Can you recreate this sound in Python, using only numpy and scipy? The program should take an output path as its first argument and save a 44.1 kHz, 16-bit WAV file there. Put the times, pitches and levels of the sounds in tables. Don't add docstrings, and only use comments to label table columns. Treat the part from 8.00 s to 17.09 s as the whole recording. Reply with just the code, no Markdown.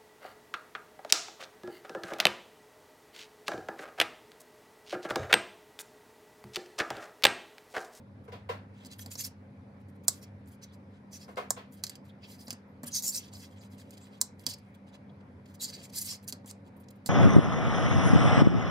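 import sys
import numpy as np
from scipy import signal
from scipy.fft import rfft, irfft, next_fast_len
from scipy.io import wavfile
from scipy.ndimage import uniform_filter1d, map_coordinates

SR = 44100
rng = np.random.default_rng(int(sys.argv[2]) if len(sys.argv) > 2 else 0)


def volts(x):
    e = np.asarray(x, float) / 20
    return 10 ** e


def to_wav(s):
    ch = np.atleast_2d(s).T
    pcm = np.round(np.clip(ch, -1, 1) * 32767)
    wavfile.write(sys.argv[1], SR, pcm.astype(np.int16))


N = 400869

# start [s], peak level [dB], ring [Hz], t60 [s].
TABLE_BUMPS = [
    (1.06, -36.5, 223, 0.13),
    (4.479, -34.5, 232, 0.11),
    (4.527, -34, 240, 0.062),
    (4.835, -30.5, 239, 0.15),
    (6.467, -32.5, 255, 0.11),
    (8.326, -36, 247, 0.14),
    (8.445, -40, 209, 0.05),
    (9.059, -34.5, 231, 0.063),
]
# start [s], peak level [dB], treble [dB], build-up of echoes [s], ring [Hz].
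FAR_KNOCKS = [
    (0.28, -51, -28, 0.01, 454),
    (0.321, -46, -8.5, 0.015, 476),
    (0.492, -35, -13, 0.014, 471),
    (3.281, -50, -36, 0.013, 509),
    (3.371, -33, -18.5, 0.014, 506),
    (3.566, -45, -9, 0.016, 500),
]
# centre [Hz], width [Hz], level [dB].
TOOL_LOW = [(3970, 590, 0.5), (4850, 870, 4.5), (5500, 400, -1.5), (6073, 1000, -2.5)]
# centre [Hz], width [Hz], level [dB].
TOOL_MIDDLE = [(5857, 1600, -8), (7540, 720, -3.5), (7980, 370, 0), (8570, 1200, -5.5)]
# centre [Hz], width [Hz], level [dB].
TOOL_TOP = [(9970, 1400, -4.5), (10990, 1000, -2.5), (12450, 1500, -5), (14140, 1300, -4.5),
            (15300, 1200, -11)]
# centre [Hz], width [Hz], level [dB].
GRIPS = [(446, 220, -8.5), (940, 310, -1.5), (1753, 500, -13)]
# centre [Hz], width [Hz], level [dB].
JACKET = [(1790, 1500, -4.5), (2290, 1200, 0), (3280, 1100, -3)]
# centre [Hz], width [Hz], level [dB].
WOOD_BODY = [(454, 197, -1.5), (780, 390, -1), (1086, 380, -1.5), (1960, 1040, -11.5)]
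# frequency [Hz], level [dB per Hz].
KNOCK_TREBLE = [(300, -42), (1000, -15), (2200, 9.5), (3500, 8.5), (5000, 1), (9000, -21), (15000, -16)]
# frequency [Hz], level [dB per Hz].
VENT_AIR = [(60, -53), (130, -9), (224, -9), (258, -5.5), (328, -19.5), (565, -15), (613, -22),
            (1000, -22.5), (1120, -27), (2400, -32.5), (2750, -41.5), (5000, -47.5), (8000, -61.5),
            (16000, -52.5)]
# frequency [Hz], level [dB per Hz].
DUCT_RUMBLE = [(20, -45), (50, -28.5), (70, -16.5), (88, -2), (98, 7), (110, -6), (135, -5.5), (170, -58.5)]
# frequency [Hz], level [dB rms].
MAINS_TONE = [(199.2, -57)]
# frequency [Hz], left-right likeness [0 to 1].
PORT_LIKENESS = [(30, 0.94), (80, 1), (300, 0.93), (700, 0.53), (1500, 0.04), (2800, .15), (4500, 0.28),
                 (8000, 0.4), (15000, 0.25)]
# frequency [Hz], lead of the right port [radians].
PORT_LEAD = [(200, 0), (450, -0.23), (700, 0.41), (1000, 1.8), (1400, 2.5), (2000, 1), (2800, 3), (4000, 6),
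             (5000, 6.5), (6500, 7), (8000, 6.5), (10000, 7.5), (12500, 6.5), (14500, 5.5)]
# frequency [Hz], t60 [s].
ROOM_T60 = [(200, 0.0965), (2000, 0.31), (8000, 0.15), (15000, 0.11)]

# centre [s], level [dB rms], half length [s], brightness [dB].
PICK_UP = [(.252, -78, .017, 7), (.83, -71, 0.075, -11), (.864, -53, 0.008, -1.5), (.925, -53, 0.017, -4),
           (.995, -49.5, 0.01, 7), (1.021, -47.5, 0.011, 3.5), (.96, -75, .02, 13), (1.045, -64, .015, 2),
           (1.085, -71, 0.017, 0), (1.118, -45.5, .011, 0.5), (1.135, -47, 0.012, 3),
           (1.155, -62, 0.0073, 3.5), (1.204, -39.5, 0.025, 0), (1.253, -39.5, 0.017, 2.5),
           (1.274, -51, 0.0093, 0.5)]
# centre [s], level [dB rms], half length [s], brightness [dB].
CUT_THIN = [(1.81, -78, 0.013, 3), (1.895, -70.5, 0.0093, 5), (1.96, -78, .012, 10),
            (2.045, -63, 0.0086, 3), (2.15, -62.5, 0.049, 3), (2.27, -79, 0.024, -10),
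            (2.233, -55.5, 0.014, 0), (2.483, -63.5, 0.013, 7.5), (2.529, -65.5, 0.024, 2),
            (2.636, -53, 0.014, -6.5), (2.74, -66.5, 0.015, -3), (2.955, -79, 0.031, -11),
            (3.15, -51, 0.027, -1.5), (3.223, -57, 0.029, -4), (3.307, -69, 0.033, -1.5),
            (3.738, -59.5, .018, 6.5), (3.782, -69.5, 0.032, -1), (3.921, -67, 0.027, -20.5),
            (4.057, -69.5, 0.012, -1), (4.087, -73, 0.021, -1), (4.247, -68, 0.028, -17),
            (4.32, -55.5, 0.041, -1), (4.415, -57, 0.026, 2.5), (4.46, -63, .02, 7),
            (4.533, -48, 0.004, -1)]
# centre [s], level [dB rms], half length [s], brightness [dB].
DRAG = [(4.841, -50, 0.005, 2), (4.876, -42.5, 0.014, 3.5), (4.932, -48, 0.019, -5), (4.96, -34, 0.019, 0),
        (4.984, -39, 0.022, 4), (5.043, -35.5, 0.018, 2), (5.08, -35, 0.029, 6), (5.128, -43, 0.015, -1),
        (5.25, -67, 0.031, 0), (5.163, -35, 0.028, 0.5), (5.23, -61, 0.043, -25), (5.286, -62, 0.012, -17),
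        (5.336, -55, 0.011, -16), (5.363, -58, 0.031, -12), (5.4, -58.5, 0.066, 1),
        (5.437, -57, 0.036, -21)]
# centre [s], level [dB rms], half length [s], brightness [dB].
FIT = [(5.526, -70.5, 0.025, -2), (5.576, -79, 0.015, -25), (5.64, -64.5, 0.032, -2.5),
       (5.732, -65.5, 0.026, -0.5), (5.802, -59, 0.023, -3), (5.865, -77, 0.083, -1),
       (5.936, -64.5, 0.02, -4), (5.977, -59, 0.0076, -1.5), (6.04, -68.5, 0.055, -3),
       (6.137, -69.5, 0.025, -9.5), (6.176, -72, 0.014, -4), (6.41, -65, 0.019, 4),
       (6.441, -67, 0.0078, -13), (6.505, -44, 0.02, 0), (6.539, -50, 0.0063, -1), (6.587, -73, 0.012, 4.5),
       (6.66, -83, 0.065, 5), (6.751, -69, 0.0092, -1.5), (6.887, -71.5, .017, -5.5),
       (6.947, -64.5, 0.017, -11), (7.209, -79.5, 0.0058, -12)]
# centre [s], level [dB rms], half length [s], brightness [dB].
CUT_THICK = [(7.462, -66, 0.0055, -12), (7.5, -71.5, 0.032, -2), (7.549, -57.5, 0.0092, -1.5),
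             (7.615, -52, 0.0069, -13), (7.634, -38, 0.023, 0), (7.685, -46.5, 0.028, -5),
             (7.747, -49, 0.021, -10), (7.795, -59.5, 0.055, -10), (7.845, -50, 0.017, -3),
             (7.885, -77, .03, 6), (7.9, -58.5, 0.0066, -4), (7.945, -52.5, 0.02, -4),
             (7.978, -37, 0.028, 0.8), (8.018, -36, 0.013, 3.5), (8.06, -42, 0.03, 4.5),
             (8.105, -39, 0.043, -4), (8.145, -52, 0.018, -3), (8.238, -63, 0.013, 3),
             (8.291, -39, 0.012, 1.5), (8.48, -52, 0.016, 2), (8.501, -48, 0.011, -0.5),
             (8.671, -74, 0.022, -4.5), (8.772, -69.5, 0.0088, 10), (8.81, -65.5, 0.014, 15),
             (8.887, -54.5, 0.0021, -7), (8.908, -56.5, 0.0038, 4.5), (8.84, -71.5, 0.0063, -6),
             (8.963, -74, 0.0092, 7), (9.078, -56, 0.0087, 0.5)]
# strokes, outer resonances over the middle [dB], jacket share [dB].
ACTIONS = [(PICK_UP, 0.7, -6), (CUT_THIN, 1.3, -9.5), (DRAG, -1, -14.5), (FIT, 0.1, -6),
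           (CUT_THICK, 0.69, -9)]

# start [s], peak level [dB], low resonances [dB], grip knock [dB].
CUTS = [
    (2.0805, -2.5, -11.5, -28),
    (2.0824, -8, -7, -34),
    (2.0847, -15, -10, -39.5),
    (2.0887, -22, -13, -41),
    (3.5045, -8, -14.5, -20.5),
    (6.2126, -6, -9.5, -32),
    (6.2146, -19, -5.5, -27.5),
    (8.51, -30.5, -8.5, -25),
]
# start [s], peak level [dB], low resonances [dB], grip knock [dB].
STOPS = [
    (3.8365, -21, 9.5, -18),
    (3.866, -33, 7.5, -29),
    (3.8765, -44, 10, -30),
    (3.8946, -26.5, 2.5, -27),
    (3.9538, -44, 12, -24),
    (4.5048, -26.5, 10, -14.5),
    (5.906, -36, -3.5, -18),
    (6.4645, -16.5, 7, -27),
    (8.3234, -24, 4, -29),
]
# start [s], peak level [dB], low resonances [dB], grip knock [dB].
RATTLES = [
    (9.0597, -18.5, -3, -24),
]
# start [s], peak level [dB], low resonances [dB], grip knock [dB].
TAPS = [
    (.992, -43.5, 8, -6),
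    (1.0598, -31, -2, -15),
    (1.113, -38, -22, -9),
    (1.1535, -34.5, 3, -8.5),
    (4.8318, -30.5, -8, -10),
]
# start [s], peak level [dB], low resonances [dB], grip knock [dB].
TICKS = [(.2504, -60, -13, -21), (.8479, -44, 8, -22), (.9127, -48, -7, -42), (1.884, -57, -11, -28),
         (1.955, -65, -20, -28.5), (2.037, -55, -5.5, -30), (2.474, -49, -4, -28), (2.487, -52, -8, -28),
         (2.458, -54, -20, -28), (3.7224, -46, -11.5, -26.5), (4.364, -54, -5, -28), (4.497, -43.5, 5, -18),
         (4.527, -29.5, -3, -22), (5.894, -52, -5, -28), (5.3352, -32, -13.5, -19), (5.6146, -61, -3, -24),
         (5.7823, -45, -29, -26), (5.9384, -43, -12, -33), (6.3936, -46, 3.5, -29), (6.584, -48, 0.5, -26),
         (7.4573, -50, -4.5, -22), (7.6425, -18, -9, -39), (8.228, -48, -15, -30),
         (8.459, -37.5, -12, -28.5), (8.8834, -49, -13, -22), (.8567, -38, -6, -20), (3.358, -49, 4, -25),
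         (3.741, -50, -14, -28), (3.773, -54, -4, -28), (4.457, -52, -20, -30), (4.4805, -32.5, 2, -20),
         (8.2775, -21, -9, -26), (8.675, -54, -25, -30)]
# start [s], peak level [dB], low resonances [dB], grip knock [dB].
CRACKS = [(.9615, -58, -20, -30), (1.1845, -38, 0, -30), (1.2488, -38.5, -1, -30), (4.866, -50, -8, -17.5),
          (4.8758, -40, -12, -23), (5.0225, -21.5, -8, -35), (5.0645, -20, -16, -42),
          (4.9462, -25, -12, -35), (5.1448, -31, 1, -37), (7.6248, -33, -8, -35), (1.1915, -30, -4, -30),
          (6.5367, -35, 2, -30), (6.3945, -45, -2, -30), (6.4968, -33, 3, -30), (6.4377, -47, -8, -12),
          (6.4884, -30, 4, -26), (7.9331, -35, -12, -35), (8.0445, -38, -14, -33), (8.055, -26, -14, -33),
          (8.0705, -34, -16, -33), (8.0153, -36, -14, -33), (7.739, -52, 15, -30)]
# contacts, top resonances [dB], t60 [s], first blow over the rattle [dB].
CONTACTS = [(CUTS, -8, .036, 7.4), (STOPS, -0.8, 0.044, 0.44), (RATTLES, -5, 0.11, -1.4),
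            (TAPS, -2, 0.04, 2.6), (TICKS, -10, 0.0397, 0.96), (CRACKS, -1.2, .02, 2)]

# centre [s],
# level [dB rms], half length [s], pitch [Hz].
SINGING_STROKES = [(0.861, -59, 0.0092, 4640), (0.916, -56.5, .014, 4300), (0.944, -69, .005, 3300),
                   (.995, -51, 0.0045, 3300), (.996, -57, 0.0046, 1720), (.995, -55, 0.011, 11800),
                   (1.014, -52, .01, 6200), (1.012, -54, .012, 11450), (1.117, -52, .008, 7170),
                   (1.156, -41.5, 0.0039, 5540), (1.202, -38.5, 0.019, 6600), (1.208, -48, 0.024, 5040),
                   (1.21, -42, 0.013, 12800), (1.249, -38.5, 0.0097, 5500), (2.232, -58, 0.016, 5540),
                   (2.636, -51.5, 0.0087, 5900), (3.151, -49, 0.024, 5960), (3.232, -58, 0.021, 5100),
                   (4.245, -58, .018, 4800), (4.249, -58.5, 0.028, 2840), (4.408, -59.5, .025, 4950),
                   (4.473, -48.5, .004, 4970), (4.522, -55, .006, 4900),
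                   (3.6, -61, 0.0087, 2500), (4.878, -56, 0.029, 3030), (4.878, -59, 0.023, 1450),
             (4.878, -44, 0.0086, 9700), (5.338, -56, 0.0056, 7400), (4.962, -34, 0.03, 6170),
             (4.96, -37, 0.023, 5000), (4.99, -45.5, 0.014, 4160), (5.045, -38, 0.018, 6800),
             (5.087, -32, 0.023, 7330), (5.082, -38.5, 0.02, 5550), (5.155, -40.5, 0.013, 7100),
             (5.15, -43, 0.01, 5560), (5.18, -41, 0.0098, 5800), (5.235, -61, .02, 5300),
             (7.1, -67, .006, 3400), (5.355, -53, 0.0077, 4900), (2.7, -71, 0.036, 3500),
             (5.44, -62, 0.023, 5500), (5.62, -62, 0.012, 4400), (5.2, -57, 0.015, 2770),
             (5.58, -78, .02, 3200), (7.1, -80, 0.0086, 3600), (4.1, -61, .01, 3500),
             (6.03, -64, 0.021, 7700), (5.6, -66.5, 0.02, 7000), (4.3, -64, .02, 2900),
             (4.69, -90, 0.04, 13300),
                   (6.472, -43, 0.0057, 5200), (6.505, -43, 0.017, 4800), (6.5, -53, 0.021, 3400),
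              (6.5, -46, 0.011, 8500), (6.535, -49.5, 0.014, 4770), (7.613, -48, 0.013, 4060),
              (7.64, -41.5, 0.023, 4530), (7.63, -47, 0.017, 14100), (7.635, -41, 0.024, 7200),
              (7.69, -48.5, 0.014, 4850), (7.745, -47, 0.012, 4700), (7.8, -68, 0.04, 4300),
              (7.8, -65, .02, 7040), (7.848, -54, 0.016, 7300), (7.85, -63, 0.017, 4820),
              (7.945, -55, .018, 4670), (7.977, -39, 0.01, 4850), (7.98, -39, 0.012, 7300),
              (7.985, -42, .013, 9500), (8.02, -42, 0.0091, 11100), (8.02, -46, .01, 6550),
              (8.062, -50, .018, 8100), (8.107, -41, 0.029, 5150), (8.105, -51, 0.017, 7500),
              (8.145, -58, 0.012, 4960), (8.49, -66, .02, 7660)]

USUAL_DB = -51
JACKET_FADES, OUTER_FADES = 0.38, 0.095
DULL_IS_JACKET = 0.55
EDGE = 2.51


def unit(x):
    return x / np.sqrt(np.mean(x ** 2) + 1e-20)


def along(points, hz):
    f, v = np.transpose(points)
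    return np.interp(np.log(hz + 1), np.log(f + 1), v)


def wobble(rate):
    knots = rng.standard_normal(int(N * rate / SR) + 4)
    return map_coordinates(knots, [np.arange(N) * rate / SR])


def filtered(x, response):
    m = next_fast_len(x.shape[-1] + SR // 4)
    spectrum = rfft(x, m) * response(np.fft.rfftfreq(m, 1 / SR))
    return irfft(spectrum, m)[..., :x.shape[-1]]


def modes(table):
    def raw(f):
        total = 0
        for k, (centre, width, db) in enumerate(table):
            loss = 1j * f * width
            total = total + (-1) ** k * volts(db) * loss / (centre * centre - f * f + loss)
        return total

    norm = np.sqrt(np.mean(abs(raw(np.arange(1, SR / 2, 10))) ** 2))
    return lambda f: raw(f) / norm


def spread(pair, gain):
    def mid_and_side(hz):
        turn = np.arccos(np.clip(along(PORT_LIKENESS, hz), -1, 1)) / 2
        return gain(hz) * [np.cos(turn), np.sin(turn)]

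    mid, side = filtered(pair, mid_and_side)
    return np.array([mid + side, mid - side])


def patchy(x, patchy_db, turns, size):
    z = signal.stft(x, nperseg=256)[2]
    field = rng.standard_normal((3, *z.shape[-2:]))
    field = uniform_filter1d(field, size=3, axis=1)
    field = unit(uniform_filter1d(field, size=size, axis=2))
    patched = z * volts(patchy_db * field[2]) * np.exp(1j * turns * field[:2])
    return signal.istft(patched, nperseg=256)[1][..., :N]


def steel(force, damping):
    def small(f):
        return (1j * f / (1j * f + 3800 - 3800 ** 2 * .6j / (f + 1e-9))) ** 3

    def responses(f):
        groups = []
        for table in (TOOL_LOW, TOOL_MIDDLE, TOOL_TOP):
            damped = modes([(centre, damping * width, db) for centre, width, db in table])
            groups.append(small(f) * damped(f))
        return groups + [modes(JACKET)(f)]

    return filtered(force, responses).sum(axis=0)


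def hum():
    t = np.arange(N) / SR
    duct = unit(spread(rng.standard_normal((2, N)), lambda hz: volts(along(DUCT_RUMBLE, hz))))
    duct_db = -53.5 - 0.5 * t + 1.6 * wobble(4.6)
    air = patchy(rng.standard_normal((2, N)), patchy_db=1.6, turns=0, size=20)
    air = unit(spread(air, lambda hz: volts(along(VENT_AIR, hz))))
    tone = np.zeros(N)
    for hz, db in MAINS_TONE:
        level = np.sqrt(2) * volts(db + 0.59 * wobble(3.19))
        tone += level * np.sin(2 * np.pi * hz * t + 0.25 * wobble(3.4))
    return volts(-55) * air + volts(duct_db) * duct + tone


def scrapes():
    power, t = np.zeros((4, N)), np.arange(N) / SR
    for strokes, outer_db, jacket_db in ACTIONS:
        for s, db, half, bright_db in strokes:
            near = slice(max(round((s - .2) * SR), 0), round((s + .2) * SR))
            harder_db = db - USUAL_DB
            outer = outer_db - OUTER_FADES * harder_db
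            share = volts(2 * np.array([outer - bright_db, 0, outer + bright_db]))
            soft = volts(2 * (jacket_db - JACKET_FADES * harder_db - DULL_IS_JACKET * bright_db))
            swell = volts(2 * db - 17.3 * abs((t[near] - s) / half) ** EDGE)
            power[:, near] += np.outer([*share / share.sum(), soft], swell)
    grit = volts([2.6 * wobble(500) for group in power])
    sharp = rng.random(N) < 150 / SR
    sharp_small = rng.random(N) < 900 / SR
    grit *= 1 + 1.2 * sharp + 2.5 * sharp_small
    slips = unit(grit * rng.standard_normal((4, N)) * volts(3.8 * rng.standard_normal(N)))
    broad = volts(-0.88) * steel(np.sqrt(power) * slips, damping=1.2)
    return patchy(broad + singing(), patchy_db=1.8, turns=.65, size=6)


def snaps():
    force, grips = np.zeros((4, N + SR)), np.zeros(N + SR)
    first = 400
    t = np.arange(-first, SR // 4) / SR
    for rows, top_db, t60, first_db in CONTACTS:
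        lead_in = volts(-24 + 1400 * t)
        dying = volts(-60 * t / max(t60, .005)) + 1.2 * volts(-60 * t / 0.0063)
        shape = np.where(t < 0, lead_in, dying)
        for s, db, low_db, knock_db in rows:
            uneven = volts(4 * rng.standard_normal(len(t)) - 12)
            rattle = shape * rng.standard_normal((5, len(t))) * uneven
            rattle[:, first] = volts(first_db) * np.array([6, 6.5, 3.2, 3.5, 5])
            start = round(s * SR) - 350
            at = slice(start, start + len(t))
            group_db = np.array([[low_db], [-4], [top_db], [1.5 * low_db - 11.5]])
            force[:, at] += volts(db + group_db - 10.5) * rattle[:4]
            grips[at] += volts(db + knock_db - 2.5) * rattle[4]
    late_s = 0.0016
    knock = filtered(grips[:N], lambda f: modes(GRIPS)(f) * np.exp(-2j * np.pi * f * late_s))
    return steel(force[:, :N], damping=1.3) + knock


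def knocks():
    body, treble = np.zeros((2, 2, N + SR))
    ring, t = np.zeros(N + SR), np.arange(SR // 2) / SR
    for s, db, treble_db, build, hz in FAR_KNOCKS:
        u = t / max(build, .002)
        start = round((s - .002) * SR)
        at = slice(start, start + len(t))
        arrival = np.sqrt(u) * (np.exp(.5 - u) + 0.41 * np.exp(-u / 2.4))
        crowd = arrival * rng.standard_normal((2, 2, len(t)))
        body[:, at] += volts(db - 3) * crowd[0]
        treble[:, at] += volts(db + treble_db - 9.5) * crowd[1]
        ring_db = db + 4 - 0.15 * (hz - 470)
        swell = u ** 2 * (np.exp(1 - u ** 2) + 0.14 * np.exp(-1.7 * u))
        ring[at] += volts(ring_db) * swell * np.sin(2 * np.pi * hz * t)
        overtone = np.sin(2 * np.pi * 2.15 * hz * t + 1.6 * wobble(40)[:len(t)])
        ring[at] += volts(db - 6.5) * u * np.exp(1 - u) * overtone
    body = spread(body[:, :N], modes(WOOD_BODY))
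    treble = spread(treble[:, :N], lambda f: volts(along(KNOCK_TREBLE, f) + 9.0))
    return body + treble, ring[:N]


def singing():
    out, width_hz, rise = np.zeros(N), 940, 0.94
    t = np.arange(-SR // 12, SR // 12) / SR
    for s, db, half, hz in SINGING_STROKES:
        pole = np.exp((2j * hz - width_hz) * np.pi / SR)
        slips = rng.standard_normal(len(t)) * volts(4 * rng.standard_normal(len(t)))
        ring = signal.lfilter([1], np.poly([pole, pole]), slips).real
        side = np.where(t < 0, rise * half, half)
        swell = volts(db - 8.1 * abs(t / side) ** EDGE)
        out[round((s + t[0]) * SR):][:len(t)] += swell * unit(ring)
    return out


def bumps():
    out, slap = np.zeros((2, N + SR))
    t = np.arange(SR // 4) / SR
    for s, db, hz, t60 in TABLE_BUMPS:
        ring = np.sin(2 * np.pi * hz * t) + .5 * np.sin(2 * np.pi * .65 * hz * t)
        onset = 1 - np.exp(-t / 0.0012)
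        out[round(s * SR):][:len(t)] += volts(db - 3.5 - 60 * t / t60) * onset * ring
        dull = volts(db - 16.0 - 60 * t / 0.15) * rng.standard_normal(len(t))
        slap[round(s * SR) - 60:][:len(t)] += dull
    low_ring = filtered(out[:N], lambda f: (1j * f / (1j * f + 90)) ** 2)
    return low_ring + filtered(slap[:N], modes(WOOD_BODY))


def room(x, early_db):
    hz, t, z = signal.stft(rng.standard_normal((2, SR // 2)), SR, nperseg=256)
    dying = volts(-60 * t / along(ROOM_T60, hz)[:, None])
    tail = signal.istft(z * dying, SR, nperseg=256)[1]
    early = rng.standard_normal(tail.shape) * volts(-60 * np.arange(tail.shape[1]) / SR / 0.023)
    both = tail / np.linalg.norm(tail[0]) + volts(early_db) * early / np.linalg.norm(early[0])
    delayed = np.pad(np.atleast_2d(x), ((0, 0), (60, 0)))
    return signal.fftconvolve(delayed, spread(both, np.ones_like), axes=1)[:, :N]


def scene():
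    rubs, blows, (far, ring) = scrapes(), snaps(), knocks()
    tool = rubs * volts([[-2], [0]]) + blows * volts([[-5], [1]])
    near = tool + volts(-14.5) * room(rubs + blows, early_db=8.5) + bumps()
    return near + ring + volts(1.0) * far + volts(-6) * room(far, early_db=2.5) + hum()


def gated(x, gate_db, top_gate_db):
    gate_hz, top_hz, limit_hz = 12000, 15800, 16800
    hz, _, z = signal.stft(x, SR, nperseg=1024)
    level = uniform_filter1d(abs(z) ** 2, size=16, axis=1).mean(axis=0)
    threshold = volts(2 * np.where(hz > top_hz, top_gate_db, gate_db))
    keep = (level > threshold[:, None]) | (hz < gate_hz)[:, None]
    gain = (hz < limit_hz) * volts(-12 * (hz > top_hz))
    return signal.istft(z * keep * gain[:, None], SR, nperseg=1024)[1][:, :N]


def top_cut(x):
    return signal.sosfilt(signal.butter(12, 16840, fs=SR, output="sos"), x)


def record(dry):
    half_lead = np.array([[-1], [1]]) / 2
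    ports = filtered(dry, lambda hz: np.exp(1j * along(PORT_LEAD, hz) * half_lead))
    mix = gated(ports, gate_db=-104.5, top_gate_db=-68)
    return top_cut(mix)


dry = scene()
out = record(dry)
to_wav(out)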